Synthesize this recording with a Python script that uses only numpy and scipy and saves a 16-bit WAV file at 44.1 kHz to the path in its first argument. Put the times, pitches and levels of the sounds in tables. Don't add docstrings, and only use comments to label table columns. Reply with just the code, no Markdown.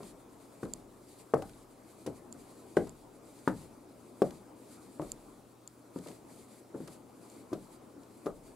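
import sys
import numpy as np
from scipy import signal
from scipy.fft import rfft, irfft, next_fast_len
from scipy.io import wavfile
from scipy.ndimage import uniform_filter1d, map_coordinates

SR = 44100
rng = np.random.default_rng(int(sys.argv[2]) if len(sys.argv) > 2 else 0)


def generate_wav(signal):
    frames = np.transpose(np.atleast_2d(signal))
    scaled = np.clip(frames, -1, 1) * 32767
    pcm = np.round(scaled).astype(np.int16)
    wavfile.write(sys.argv[1], SR, pcm)


def volts(x):
    e = np.asarray(x, float) / 20
    return 10 ** e


N = 377055


def unit(x):
    return x / np.sqrt(np.mean(x ** 2) + 1e-20)


def along(points, hz):
    f, v = np.transpose(points)
    return np.interp(np.log(hz + 1), np.log(f + 1), v)


def wobble(rate):
    return map_coordinates(rng.standard_normal(N // 400), [np.arange(N) * rate / SR])


def filtered(x, response):
    m = next_fast_len(x.shape[-1] + 8192)
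    return irfft(rfft(x, m) * response(np.fft.rfftfreq(m, 1 / SR)), m)[..., :x.shape[-1]]


def add(track, s, sound):
    track[:, round(s * SR):][:, :sound.shape[1]] += sound


def ring(modes, t, scatter_db, detune, attack):
    hz, db, t60 = np.transpose(modes)[:, :, None]
    luck = rng.standard_normal((2, len(modes), 1))
    decay = volts(db + scatter_db * luck[0] - 60 * t / t60)
    waves = decay * np.sin(2 * np.pi * hz * (1 + detune * luck[1]) * t)
    return waves.sum(0) * (1 - np.exp(-t / attack))


def rush(spectrum, patchy_db):
    # frequency in Hz, left-right likeness from 0 to 1
    alike = [(60, 0.53), (150, 0.94), (380, 0.83), (950, 0.44), (2380, 0.71), (5980, 0.58), (10000, 0.26),
             (15000, 0.38)]
    # frequency in Hz, left over right in dB
    lean = [(60, 0), (150, 4), (380, 2.5), (950, 2.5), (2380, 1), (5980, 1.5), (15000, -0.5)]
    # frequency in Hz, phase by which left leads in radians
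    lead = [(0, 1), (6290, -0.41), (8010, 0.5), (11400, -1), (14300, 2.2), (16100, -2)]
    z = signal.stft(rng.standard_normal((2, N)), nperseg=512)[2]
    field = uniform_filter1d(rng.standard_normal(z.shape[1:]), size=6, axis=0)
    field = uniform_filter1d(field, size=10, axis=1)
    pair = signal.istft(z * volts(patchy_db * unit(field)), nperseg=512)[1][:, :N]

    def mid_side(hz):
        turn = np.arccos(np.clip(along(alike, hz), 0, 1)) / 2
        return volts(along(spectrum, hz)) * [np.cos(turn), np.sin(turn)]

    def left_right(hz):
        ratio = volts(along(lean, hz)) * np.exp(1j * along(lead, hz))
        return ratio ** [[.5], [-.5]]

    mid, side = filtered(pair, mid_side)
    return unit(filtered(np.array([mid + side, mid - side]), left_right))


def tread_knock(t, db, hz, edge_db, edge_hz):
    # multiple of the tread pitch, level in dB, t60 in seconds
    body = [(.6, -11.5, 0.17), (1, 3.5, 0.067), (1.33, -5, 0.17), (1.7, -14, 0.085)]
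    # multiple of the edge pitch, level in dB, t60 in seconds
    slap = [(.62, 4.5, 0.039), (.8, 0.5, 0.026), (1, 7.5, 0.021), (1.22, -2.5, 0.026), (1.5, -37, 0.0039),
            (1.8, -27, 0.03)]
    stilled_s = 0.0085
    knock = volts(db - 2.0) * ring(np.multiply(body, [hz, 1, 1]), t,
                                 scatter_db=1.43, detune=0.013, attack=0.00071)
    knock += volts(db + edge_db - 6.5) * ring(np.multiply(slap, [edge_hz, 1, 1]), t,
                                            scatter_db=4.0, detune=0.055, attack=0.00099)
    return knock * np.exp(-(t / stilled_s) ** 3)


def frame_response():
    # frequency in Hz, t60 in seconds
    decay = [(100, 0.66), (350, 0.18), (700, 0.22), (1500, 0.15), (3000, 0.2)]
    alike, delay_s = 0.93, 0.005
    shared, left, right = rng.standard_normal((3, SR // 3))
    noise = alike * shared + np.sqrt(1 - alike ** 2) * np.array([left, right])
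    hz, t, z = signal.stft(noise, SR, nperseg=512)
    tail = signal.istft(z * volts(-60 * t / along(decay, hz)[:, None]), SR, nperseg=512)[1]
    return tail * (1 - np.exp(-np.arange(tail.shape[1]) / SR / delay_s))


def frame_ring(t, knock, over_db):
    joint_low_hz, joint_hz = 200, 1080
    frame_db, frame_grows = -8, 0.75
    blow = knock * np.exp(-t / 0.0024)
    after = signal.fftconvolve(blow[None], frame_response(), axes=1)
    after = filtered(after, lambda f: 1j * f / (joint_low_hz + 1j * f) / (1 + 1j * f / joint_hz))
    level = volts(frame_db + (frame_grows - 1) * over_db + 8.5)
    return after * level * np.linalg.norm(knock) / np.linalg.norm(after)


def joist_thud(t, db):
    # frequency in Hz, level in dB, t60 in seconds
    joists = [(72, -7, 0.52), (99.5, -2, 0.23), (131, -26, 0.12), (161.5, 11.5, 0.15), (187.4, -1, 0.18)]
    return volts(db - 3.5) * ring(joists, t, scatter_db=3.0, detune=0.14, attack=0.0095)


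def tower_sway(t, db):
    # frequency in Hz, level in dB, t60 in seconds
    sway = [(31.8, 3.5, 1.42), (47.4, 4, 0.88)]
    return volts(db) * ring(sway, t, scatter_db=0.5, detune=0.0066, attack=0.021)


def steps():
    # start in seconds, peak in dB, tread pitch in Hz,
    # heel edge under the peak in dB, edge pitch in Hz
    footfalls = [(0.630, -27.5, 317, -4.5, 1190), (1.337, -9, 463, -13.5, 1210),
                 (2.075, -24.5, 363, -12, 980), (2.769, -13, 400, -9, 1530), (3.475, -15, 293, -4.5, 1467),
                 (4.2187, -9, 402.5, -21, 1087), (4.996, -24, 346, -9, 900), (5.96, -26.5, 277, -18, 940),
                 (6.747, -26.5, 322, -20, 950), (7.529, -25, 340, -5.5, 1000),
                 (8.266, -21.5, 414, -10, 1034)]
    # start in seconds, peak in dB, tread pitch in Hz,
    # edge under the peak in dB
    touches = [(0.004, -39, 390, -5), (0.028, -44, 290, 0), (0.638, -27, 215, -24), (0.657, -37, 200, -9),
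               (1.422, -36.5, 315, 2), (2.062, -31.5, 367, -12), (2.349, -43, 295, -12),
               (2.869, -46, 342, 5), (3.953, -62, 500, -2), (4.311, -46, 300, -8), (5.022, -31, 340, -6),
               (5.269, -58, 288, -20), (6.061, -37, 390, -4), (6.086, -45.5, 393, 1), (6.742, -36, 316, -8),
               (6.803, -30.5, 281, -12), (6.88, -40, 410, 1.5), (7.518, -31.5, 257, -20),
               (8.259, -27.5, 325, -9)]
    # start in seconds, joist thud in dB, tower sway in dB
    floors = [
        (0, -18, -65),
        (3.9, -35, -74),
        (4.6, -20, -61),
        (5.5, -19, -78),
        (7.2, -47, -63),
    ]
    touch_edge_hz = 1003
    usual_db, thud_grows, sway_grows = -21.5, 0.57, 0.35
    track, rock = np.zeros((2, 2, N + 2 * SR))
    short, middle, long = np.arange(SR // 25) / SR, np.arange(SR // 3) / SR, np.arange(SR) / SR
    for s, db, hz, edge_db, edge_hz in footfalls + [(*row, touch_edge_hz) for row in touches]:
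        thud_db, sway_db = [rest for start, *rest in floors if start <= s][-1]
        over_db = db - usual_db
        knock = tread_knock(short, db, hz, edge_db, edge_hz)
        after = frame_ring(short, knock, over_db)
        thud = joist_thud(middle, usual_db + thud_db + thud_grows * over_db)
        for part in (knock[None], after, thud[None]):
            add(track, s + .0005, part)
        add(rock, s, tower_sway(long, sway_db + sway_grows * over_db)[None])
    boards = filtered(track[:, :N], lambda f: (1j * f / (110 + 1j * f)) ** 2)
    return boards * volts([[1.4], [-1.4]]) + rock[:, :N] * volts([[.8], [-.8]])


def buckle():
    # start in seconds, peak in dB, left over right in dB
    ticks = [
        (0.7361, -18, -5.5),
        (2.326, -27.5, -5),
        (2.894, -34, -7),
        (5.1183, -18.5, -6),
        (5.676, -27, 5),
        (7.3003, -40, 2),
    ]
    # frequency in Hz, level in dB, t60 in seconds
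    metal = [(7330, 1.5, 0.0049), (3520, -22, 0.0056), (4540, -9, 0.0039), (8500, -4.5, 0.0033),
             (10500, -14.5, 0.0037), (11600, -14, 0.0037), (13500, -19, 0.0034), (15500, -29, 0.0036)]
    track, t = np.zeros((2, N + SR)), np.arange(SR // 20) / SR
    for s, db, pan_db in ticks:
        tap = ring(metal, t, scatter_db=.7, detune=.004, attack=.0006)
        add(track, s, volts(db + 1.5) * tap * volts([[pan_db / 2], [-pan_db / 2]]))
    return track[:, :N]


def grit():
    # start in seconds, peak in dB, length in seconds
    crunches = [(0.032, -44.5, 0.013), (0.632, -49, 0.04), (0.652, -51, 0.02), (1.3383, -41.5, 0.039),
                (1.421, -46, 0.043), (1.494, -48, 0.022), (1.534, -54, 0.016), (2.0634, -42, 0.068),
                (2.7675, -41, 0.078), (2.872, -48, 0.02), (3.477, -39, 0.046), (4.2196, -39.5, 0.043),
                (4.307, -44, 0.021), (5.017, -46, 0.018), (5.987, -45, 0.018), (6.0714, -48, 0.037),
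                (6.084, -47.5, 0.031), (6.115, -51, 0.017), (6.8756, -45, 0.045), (7.531, -46, 0.063),
                (8.033, -54, 0.017), (8.26, -46.5, 0.067)]
    # frequency in Hz, density in dB per Hz
    sole = [(500, -25), (1000, -16), (1700, -12), (2040, -14), (2900, -15), (4640, -15), (10800, -8.5),
            (16000, -23)]
    fine_db = -11
    gate, t = np.zeros((1, N + SR)), np.arange(SR // 4) / SR
    for s, db, length in crunches:
        decay = volts(db + 3.5 - 60 * t[None] / max(length, .003))
        add(gate, s, decay * (1 - np.exp(-t / 0.00037)))
    crunch = rush(sole, patchy_db=1.1)
    low = filtered(crunch, lambda hz: 1 / (1 + (6000 / (hz + 1)) ** 6))
    return gate[0, :N] * (crunch - low + volts(fine_db) * low)


def cloth():
    # start in seconds, length in seconds, level in dB
    swishes = [(0, 0.12, -65.5), (0.398, 0.41, -74.5), (1.028, 0.2, -69.5), (1.31, 0.34, -74),
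               (1.836, 0.36, -76), (2.347, 0.31, -73.5), (2.682, .2, -70), (2.888, 0.15, -75),
               (3.25, .22, -71), (3.476, .2, -65), (4.0, 0.17, -80.5), (4.215, .16, -66), (4.62, .3, -70.5),
               (4.967, 0.17, -68.5), (5.17, 0.21, -75.5), (5.953, 0.22, -67), (6.24, 0.36, -72),
               (6.776, 0.18, -69), (7.226, 0.21, -70), (7.52, .25, -72.5), (8.063, 0.44, -78)]
    # frequency in Hz, density in dB per Hz
    rustle_spectrum = [(3240, -48), (5500, -18.5), (7460, -2), (10700, -2.5), (12000, -7.5), (15100, -18),
                       (15800, -28), (16400, -41)]
    # frequency in Hz, density in dB per Hz
    rub_spectrum = [(1000, -3), (1700, -60.5), (1800, 1), (2350, 3), (2770, -3.5), (4670, 4.5),
                    (5520, -3.5), (6500, 0), (8450, 0), (14300, -120)]
    rise_s, fall_s = .06, .035
    rest_db, rub_db, rub_grows = -73.5, -3, 1.25
    t = np.arange(N) / SR

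    def edge(late, span):
        return .5 + .5 * np.tanh(2 * late / span)

    sweep = np.full(N, volts(rest_db))
    for s, length, db in swishes:
        sweep += volts(db) * edge(t - s, rise_s) * edge(s + length - t, fall_s)
    catches = 2.07 * wobble(30) + 0.55 * wobble(105)
    rustle = sweep * volts(0.5 + catches) * rush(rustle_spectrum, patchy_db=-1.0)
    rub = volts(-70 + rub_db + 0.97 * catches) * (sweep / volts(-70)) ** rub_grows
    return rustle + rub * rush(rub_spectrum, patchy_db=0.9)


def far_roar():
    # frequency in Hz, density in dB per Hz
    low_spectrum = [(26, -49), (45, -39), (91, -9), (102, -19), (123, -17), (160, -12.5), (284, -1),
                    (343, -4.5), (666, -14.5), (709, -19.5), (900, -23), (1170, -71), (1980, -120)]
    # frequency in Hz, density in dB per Hz
    upper_spectrum = [(350, -38), (600, -8), (709, -3.5), (808, -3), (1040, -4), (1800, -17), (2600, -20),
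                      (4400, -120)]
    # centre in seconds, half length in seconds, change in dB
    lull = (5.58, 0.32, -5.5)
    low_db, upper_db = -58, -68
    gust, t = wobble(9), np.arange(N) / SR
    lull_db = lull[2] * np.exp(-((t - lull[0]) / lull[1]) ** 4)
    low = volts(low_db + lull_db + 1.5 + 1.1 * gust) * rush(low_spectrum, patchy_db=1.3)
    upper = volts(upper_db + lull_db + 1.85 + gust) * rush(upper_spectrum, patchy_db=3.0)
    return low + upper


def mains_hum():
    line = (120, -67)
    t = np.arange(N) / SR
    level = volts(line[1] + 1 + 0.17 * wobble(2.66))
    hum = level * np.sin(2 * np.pi * line[0] * t + .5 * wobble(10.0))
    return hum * volts([[.8], [-.8]])


def microphone_hiss():
    # frequency in Hz, density in dB per Hz
    hiss = [(24, -44), (40, -14), (109, -16), (163, -13), (283, -7), (1270, -16.5), (1760, -30),
            (10400, -31), (16000, -36)]
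    return volts(-61.5) * rush(hiss, patchy_db=-2.0)


def scene():
    air_top_hz = 15800
    air = far_roar() + mains_hum() + microphone_hiss() + cloth() + grit()
    return steps() + buckle() + filtered(air, lambda hz: hz < air_top_hz)


def band_limit(x):
    return signal.sosfilt(signal.butter(12, 16500, fs=SR, output="sos"), x)


def record(dry):
    return band_limit(dry)


dry = scene()
out = record(dry)
generate_wav(out)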